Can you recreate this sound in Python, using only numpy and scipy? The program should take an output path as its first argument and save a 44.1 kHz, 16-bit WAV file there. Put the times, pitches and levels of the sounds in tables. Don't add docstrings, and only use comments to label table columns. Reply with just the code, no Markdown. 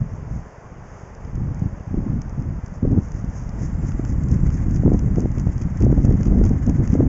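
import sys
import numpy as np
from scipy import signal
from scipy.fft import rfft, irfft, next_fast_len
from scipy.io import wavfile
from scipy.ndimage import uniform_filter1d

SR = 44100
rng = np.random.default_rng(int(sys.argv[2]) if len(sys.argv) > 2 else 0)


def materialize(psi):
    bounded = np.clip(np.atleast_2d(psi).T, -1, 1)
    quanta = np.round(bounded * 32767).astype(np.int16)
    wavfile.write(sys.argv[1], SR, quanta)


N = 312228
TIME = np.arange(N) / SR

# (time [s], rasp [dB], whirr [dB], singing [dB])
REEL_LEVELS = [(0, -60, -74.5, -99.5), (2.9, -55, -91.5, -95.5), (3.3, -53.5, -68.5, -82),
               (3.62, -49, -62.5, -67.5), (4.3, -50.5, -60, -67), (4.75, -48.5, -59.5, -70),
               (4.98, -56.5, -62, -69), (6.1, -52.5, -60, -81), (7.08, -56.5, -58.5, -77)]
# (time [s], rasp [dB], half length [s])
HANDLE_NUDGES = [(.14, -63, 0.035), (.36, -59, 0.045), (0.982, -61, 0.074), (2.756, -57, 0.017),
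                 (3.055, -57, 0.046), (3.176, -56.5, 0.037)]
# (frequency [Hz], level [dB])
RASP_SPECTRUM = [(500, -20.5), (1500, -7.5), (2000, -4.5), (3000, -16.5), (4500, -14), (5800, -7),
                 (6500, -6), (8000, -8.5), (10000, -45)]
WHIRR_SPECTRUM = [(300, -8), (900, -3.5), (1400, 0), (1750, -0.5), (2030, 1.5), (2400, -7), (3300, -11.5),
                  (5000, -16), (8000, -8.5), (10000, -53)]
# (time [s], click [dB], knock on the housing [dB])
PAWL_CLICKS = [(1.1497, -35.5, -64), (1.249, -50, -50.5), (1.3543, -33, -55), (1.5458, -32.5, -68),
               (1.5947, -36, -71), (2.2175, -25, -55), (2.662, -30, -64), (3.1183, -28.5, -64),
               (3.492, -28.5, -65), (3.919, -44, -45), (4.05, -28, -43.5), (4.2364, -30.5, -67),
               (4.2858, -31, -55), (4.3145, -24, -60), (4.503, -36, -44), (4.7097, -31, -54),
               (4.7618, -30, -53), (4.935, -31.5, -54), (4.992, -23.5, -51), (5.158, -31.5, -46),
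               (5.204, -23.5, -60), (5.3162, -31.5, -63), (5.3828, -32, -45), (5.5798, -29.5, -61),
               (5.6152, -26.5, -48), (5.772, -28.5, -75), (5.823, -24.5, -42), (5.8485, -29, -56),
               (6.051, -22.5, -47), (6.2092, -33, -53), (6.2313, -25, -44), (6.255, -32, -45),
               (6.2724, -41, -48), (6.4397, -28, -58), (6.4633, -30.5, -43), (6.4923, -25, -54),
               (6.6651, -26, -50), (6.6955, -31, -46), (6.8758, -24, -45.5), (6.9226, -27.5, -51),
               (6.9395, -29, -57)]
# (frequency [Hz], level [dB], decay time [s])
HOUSING_RINGS = [(1420, 1, 0.0012), (2030, -8.5, 0.0012), (2670, -1.5, 0.0011), (3180, 0.5, 0.00064),
                 (4870, 2, 0.00026)]
# (time [s], rumble [dB])
BREEZE_LEVELS = [(0, -28), (.42, -34.5), (.52, -44), (.77, -39), (1.22, -36.5), (1.4, -23.5), (1.82, -32.5),
                 (2.05, -25), (2.5, -24.5), (2.66, -30.5), (3.05, -24), (3.5, -29), (3.62, -22.5),
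                 (4.45, -17), (5.1, -18.5), (5.32, -23.5), (5.9, -19), (7.08, -15.5)]
# (rumble [dB], flutter [dB])
FLUTTER_BY_RUMBLE = [(-45.5, -58), (-28.5, -43.5), (-16.5, -26.5)]
# (start [s], length [s], rumble [dB], flutter [dB])
WIND_GUSTS = [(0, 0.039, -23, -40), (0.251, 0.13, -27, -47), (1.347, .18, -24, -36),
              (1.607, 0.064, -20, -32), (1.915, .27, -23, -27), (2.364, 0.099, -32.5, -33),
              (2.831, .16, -17.5, -20), (3.563, 0.077, -31, -31.5), (4.327, 0.028, -13, -23),
              (4.433, 0.036, -13, -27), (4.858, 0.092, -16.5, -18), (5.154, 0.083, -28, -22.5),
              (5.353, 0.14, -24.5, -30.5), (5.808, .125, -12.5, -19.5), (5.969, 0.18, -15, -21.5),
              (6.179, 0.11, -21, -24.5), (6.31, .16, -14, -18.5), (6.507, 0.026, -31, -21.5),
              (6.669, 0.042, -17, -18), (6.782, 0.055, -23, -24), (6.936, 0.12, -25.5, -17.5)]
# (frequency [Hz], level [dB])
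RUMBLE_SPECTRUM = [(8, -24.5), (20, -6.5), (35, 0.5), (85, 0), (140, -1.3), (200, -8.5), (300, -36.5),
                   (600, -53.5), (1500, -100)]
FLUTTER_SPECTRUM = [(70, -26.5), (150, -5), (220, 0.5), (290, -4.5), (400, -18), (600, -33), (1200, -62),
                    (3000, -100)]
TEARING_SPECTRUM = [(150, -21.5), (330, 1.5), (480, -4.5), (700, -9), (1000, -20), (2000, -38),
                    (5000, -66.5)]
# (time [s], level [dB], pitch [Hz])
WIND_THUMPS = [(0.019, -13, 125), (.362, -18.5, 125), (1.944, -10.5, 153), (2.853, -8, 261),
               (2.93, -18.5, 279), (2.978, -7, 210), (3.244, -11, 115), (3.997, -7, 188),
               (4.836, -13.5, 280), (4.862, -5.5, 258), (4.879, -1.5, 229), (4.919, -3, 250),
               (5.184, -6.5, 240), (5.258, -12, 303), (5.471, -3.5, 105), (5.867, -7.5, 262),
               (5.928, -2.5, 218), (5.981, -12, 282), (6.111, -4.5, 228), (6.415, 0, 183), (6.954, -9, 286),
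               (7.007, -6, 280)]
# (frequency [Hz], level [dB])
RIVER_SPECTRUM = [(60, -8.5), (250, -5), (450, 2), (700, -0.5), (1000, -3), (1500, -8.5), (2000, -11.5),
                  (3000, -18), (5000, -26), (8000, -25.5)]
# (time [s], level [dB])
BIRD_CALLS = [(.07, -63), (.745, -56), (1.775, -56)]
# (frequency [Hz], gain [dB])
MICROPHONE_TONE = [(20, 0.5), (2000, -1), (2500, -6), (3000, -9.5), (3700, -15), (4020, -22.5),
                   (4350, -12.5), (5050, -0.5), (5700, -0.5), (6500, 4.5), (7250, -4), (7650, -14.5),
                   (8100, -29)]

FIRST_TURN_S = 3.385


def handle_turns(count=17, turn_s=.2145, lag_s=.042, spin_up_turns=1.5, rub_s=0.016, first_rub_s=.052):
    slowness = np.exp(-np.arange(count) / spin_up_turns)
    periods = turn_s + lag_s * slowness
    times = FIRST_TURN_S + np.cumsum(periods) - periods
    rasp_db = np.interp(times, TIME, curves(REEL_LEVELS)[0])
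    return list(zip(times, rasp_db, rub_s + (first_rub_s - rub_s) * slowness))


def gear_rasp(ticks_per_s=2400):
    rubs = HANDLE_NUDGES + handle_turns()
    power = sum(amp(db) ** 2 * np.exp(-((TIME - s) / half_s) ** 2) for s, db, half_s in rubs)
    return np.sqrt(power) * unit(colour(ticks(ticks_per_s), RASP_SPECTRUM))


def gear_whirr(gain_db=6.5, flicker_db=3.5):
    whirr_db = curves(REEL_LEVELS)[1]
    return amp(whirr_db + gain_db + flicker_db * drift(40)) * noise(WHIRR_SPECTRUM)


def reel_singing(gain_db=6.0, hz=7255, waver_hz=35, flicker_db=2.5):
    note_db = curves(REEL_LEVELS)[2]
    phase = 2 * np.pi * np.cumsum(hz + waver_hz * drift(150)) / SR
    return amp(note_db + gain_db + flicker_db * drift(60)) * np.sin(phase)


def light_clicks(per_turn=2, click_db=-34, knock_db=-56.5, spread_db=6.5, scatter_s=.026):
    spots = np.repeat([s for s, _, _ in handle_turns()[3:]], per_turn)
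    when, click, knock = rng.standard_normal((len(spots), 3)).T
    return list(zip(spots + scatter_s * when, click_db + spread_db * click, knock_db + spread_db * knock))


def stray_clicks(count=10, click_db=-37.5, knock_db=-66, spread_db=2, from_s=2.2):
    return [(rng.uniform(from_s, FIRST_TURN_S), click_db + spread_db * rng.standard_normal(), knock_db)
            for _ in range(count)]


def pawl(gain_db=2, knock_gain_db=7, pitch_hz=6420, ring_s=0.00012, rebound_s=.0012, rattle_s=0.0035):
    out, t = np.zeros(N), np.arange(900) / SR
    housing = sum(amp(db) * np.sin(2 * np.pi * hz * t) * np.exp(-t / decay_s)
                  for hz, db, decay_s in HOUSING_RINGS)
    touches_db = [-4, 0, -7, -14]
    for s, click_db, knock_db in PAWL_CLICKS + light_clicks() + stray_clicks():
        hz = pitch_hz * (1 + 0.079 * rng.standard_normal())
        ring = np.sin(2 * np.pi * hz * t) * np.exp(-t / ring_s)
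        gaps = rebound_s * np.exp(0.17 * rng.standard_normal(len(touches_db)))
        for delay, touch_db in zip(np.cumsum(gaps) - gaps[0], touches_db):
            rattle = amp(-24) * rng.standard_normal(len(t)) * np.exp(-t / rattle_s)
            snap = amp(click_db + gain_db) * (ring + rattle) + amp(knock_db + knock_gain_db) * housing
            add(out, s + delay, amp(touch_db) * snap)
    return out


def swirls(spectrum, puffs_db):
    flow = colour(rng.standard_normal(N) * amp(puffs_db), spectrum)
    power = uniform_filter1d(uniform_filter1d(flow ** 2, size=3200), size=2200)
    return flow / np.sqrt(np.abs(power) + 1e-12)


def wind(waver_db=2.0, rise_s=.012, fall_s=0.024, tearing_growth=1.4):
    breeze_db = curves(BREEZE_LEVELS)[0] + waver_db * drift(9)
    big_power = amp(breeze_db) ** 2
    small_power = amp(np.interp(breeze_db, *np.transpose(FLUTTER_BY_RUMBLE))) ** 2
    for s, length, rumble_db, flutter_db in WIND_GUSTS:
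        shape = np.interp(TIME - s, [-rise_s, 0, length, length + fall_s], [0, 1, 1, 0]) ** 2
        big_power += amp(rumble_db) ** 2 * shape
        small_power += amp(flutter_db) ** 2 * shape
    big_db, small_db = 10 * np.log10(big_power), 10 * np.log10(small_power)
    puff_depth_db = np.interp(uniform_filter1d(big_db, size=20000), [-27, -19], [6, 3])
    puffs_db = puff_depth_db * drift(67)
    rumble = amp(big_db - 1) * swirls(RUMBLE_SPECTRUM, puffs_db)
    flutter = amp(small_db) * swirls(FLUTTER_SPECTRUM, puffs_db)
    tearing = amp(-39 + tearing_growth * (small_db + 22)) * swirls(TEARING_SPECTRUM, puffs_db)
    return rumble + flutter + tearing


def wind_thumps(gain_db=-3, tear_gain_db=-22, tear_s=0.0028):
    thumps, tears, t = np.zeros(N), np.zeros(N), np.arange(-800, 800) / SR
    for s, db, hz in WIND_THUMPS:
        phase = 2 * np.pi * hz * t
        add(thumps, s + t[0], amp(db + gain_db) * phase * np.exp((1 - phase ** 2) / 2))
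        add(tears, s + t[0], amp(db + tear_gain_db) * np.exp(-(t / tear_s) ** 2))
    return thumps + tears * noise(TEARING_SPECTRUM)


def river(wash_db=-44.5, ripple_db=0.53, fizz_db=-67, bubbles_per_s=300):
    wash = noise(RIVER_SPECTRUM) * amp(ripple_db * drift(8.2))
    return amp(wash_db) * wash + amp(fizz_db) * unit(ticks(bubbles_per_s))


def bubble_plop(start_s=0.64, gain_db=-39, hz=1020, rise_per_s=6, decay_s=0.017):
    out, t = np.zeros(N), np.arange(3000) / SR
    swell = np.tanh(t / 0.0027) * np.exp(-t / decay_s)
    phase = 2 * np.pi * np.cumsum(hz * (1 + rise_per_s * t)) / SR
    add(out, start_s, amp(gain_db) * swell * np.sin(phase))
    return out


def bird(start_hz=3150, end_hz=2520, length_s=.05, waver=0.018):
    out, t = np.zeros(N), np.arange(0, length_s, 1 / SR)
    swell = np.sin(np.pi * t / length_s)
    for s, db in BIRD_CALLS:
        hz = np.geomspace(start_hz, end_hz, len(t)) * (1 + waver * drift(200)[:len(t)])
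        add(out, s, amp(db) * swell * np.sin(2 * np.pi * np.cumsum(hz) / SR))
    return out


def amp(db):
    return 10 ** (np.asarray(db) / 20)


def unit(x):
    return x / np.sqrt(np.mean(x ** 2) + 1e-20)


def curves(rows):
    times, *columns = np.transpose(rows)
    return [np.interp(TIME, times, column) for column in columns]


def colour(x, spectrum):
    hz, db = np.transpose(spectrum)
    size = next_fast_len(N + 4096)
    bins = np.fft.rfftfreq(size, 1 / SR)
    gain = amp(np.interp(np.log(bins + 1), np.log(hz), db))
    return irfft(rfft(x, size) * gain, size)[:N]


def noise(spectrum):
    return unit(colour(rng.standard_normal(N), spectrum))


def ticks(per_s):
    return rng.standard_normal(N) * (rng.random(N) < per_s / SR)


def drift(rate):
    bins = np.fft.rfftfreq(N, 1 / SR)
    return unit(irfft(rfft(rng.standard_normal(N)) * np.exp(-(bins / rate) ** 2), N))


def add(mix, s, sound):
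    part = mix[max(round(s * SR), 0):][:len(sound)]
    part += sound[:len(part)]


def scene():
    reel = gear_rasp() + gear_whirr() + reel_singing() + pawl()
    return (reel + wind() + wind_thumps() + river() + bubble_plop() + bird())[None]


def record(dry, ceiling=.71, cutoff_hz=8050):
    squashed = dry[0] / (1 + (dry[0] / ceiling) ** 10) ** (1 / 10)
    faded = squashed * signal.windows.tukey(N, .001)
    low_pass = signal.firwin(511, cutoff_hz, window=("kaiser", 9), fs=SR)
    return signal.oaconvolve(colour(faded, MICROPHONE_TONE), low_pass, "same")[None]


dry = scene()
out = record(dry)
materialize(out)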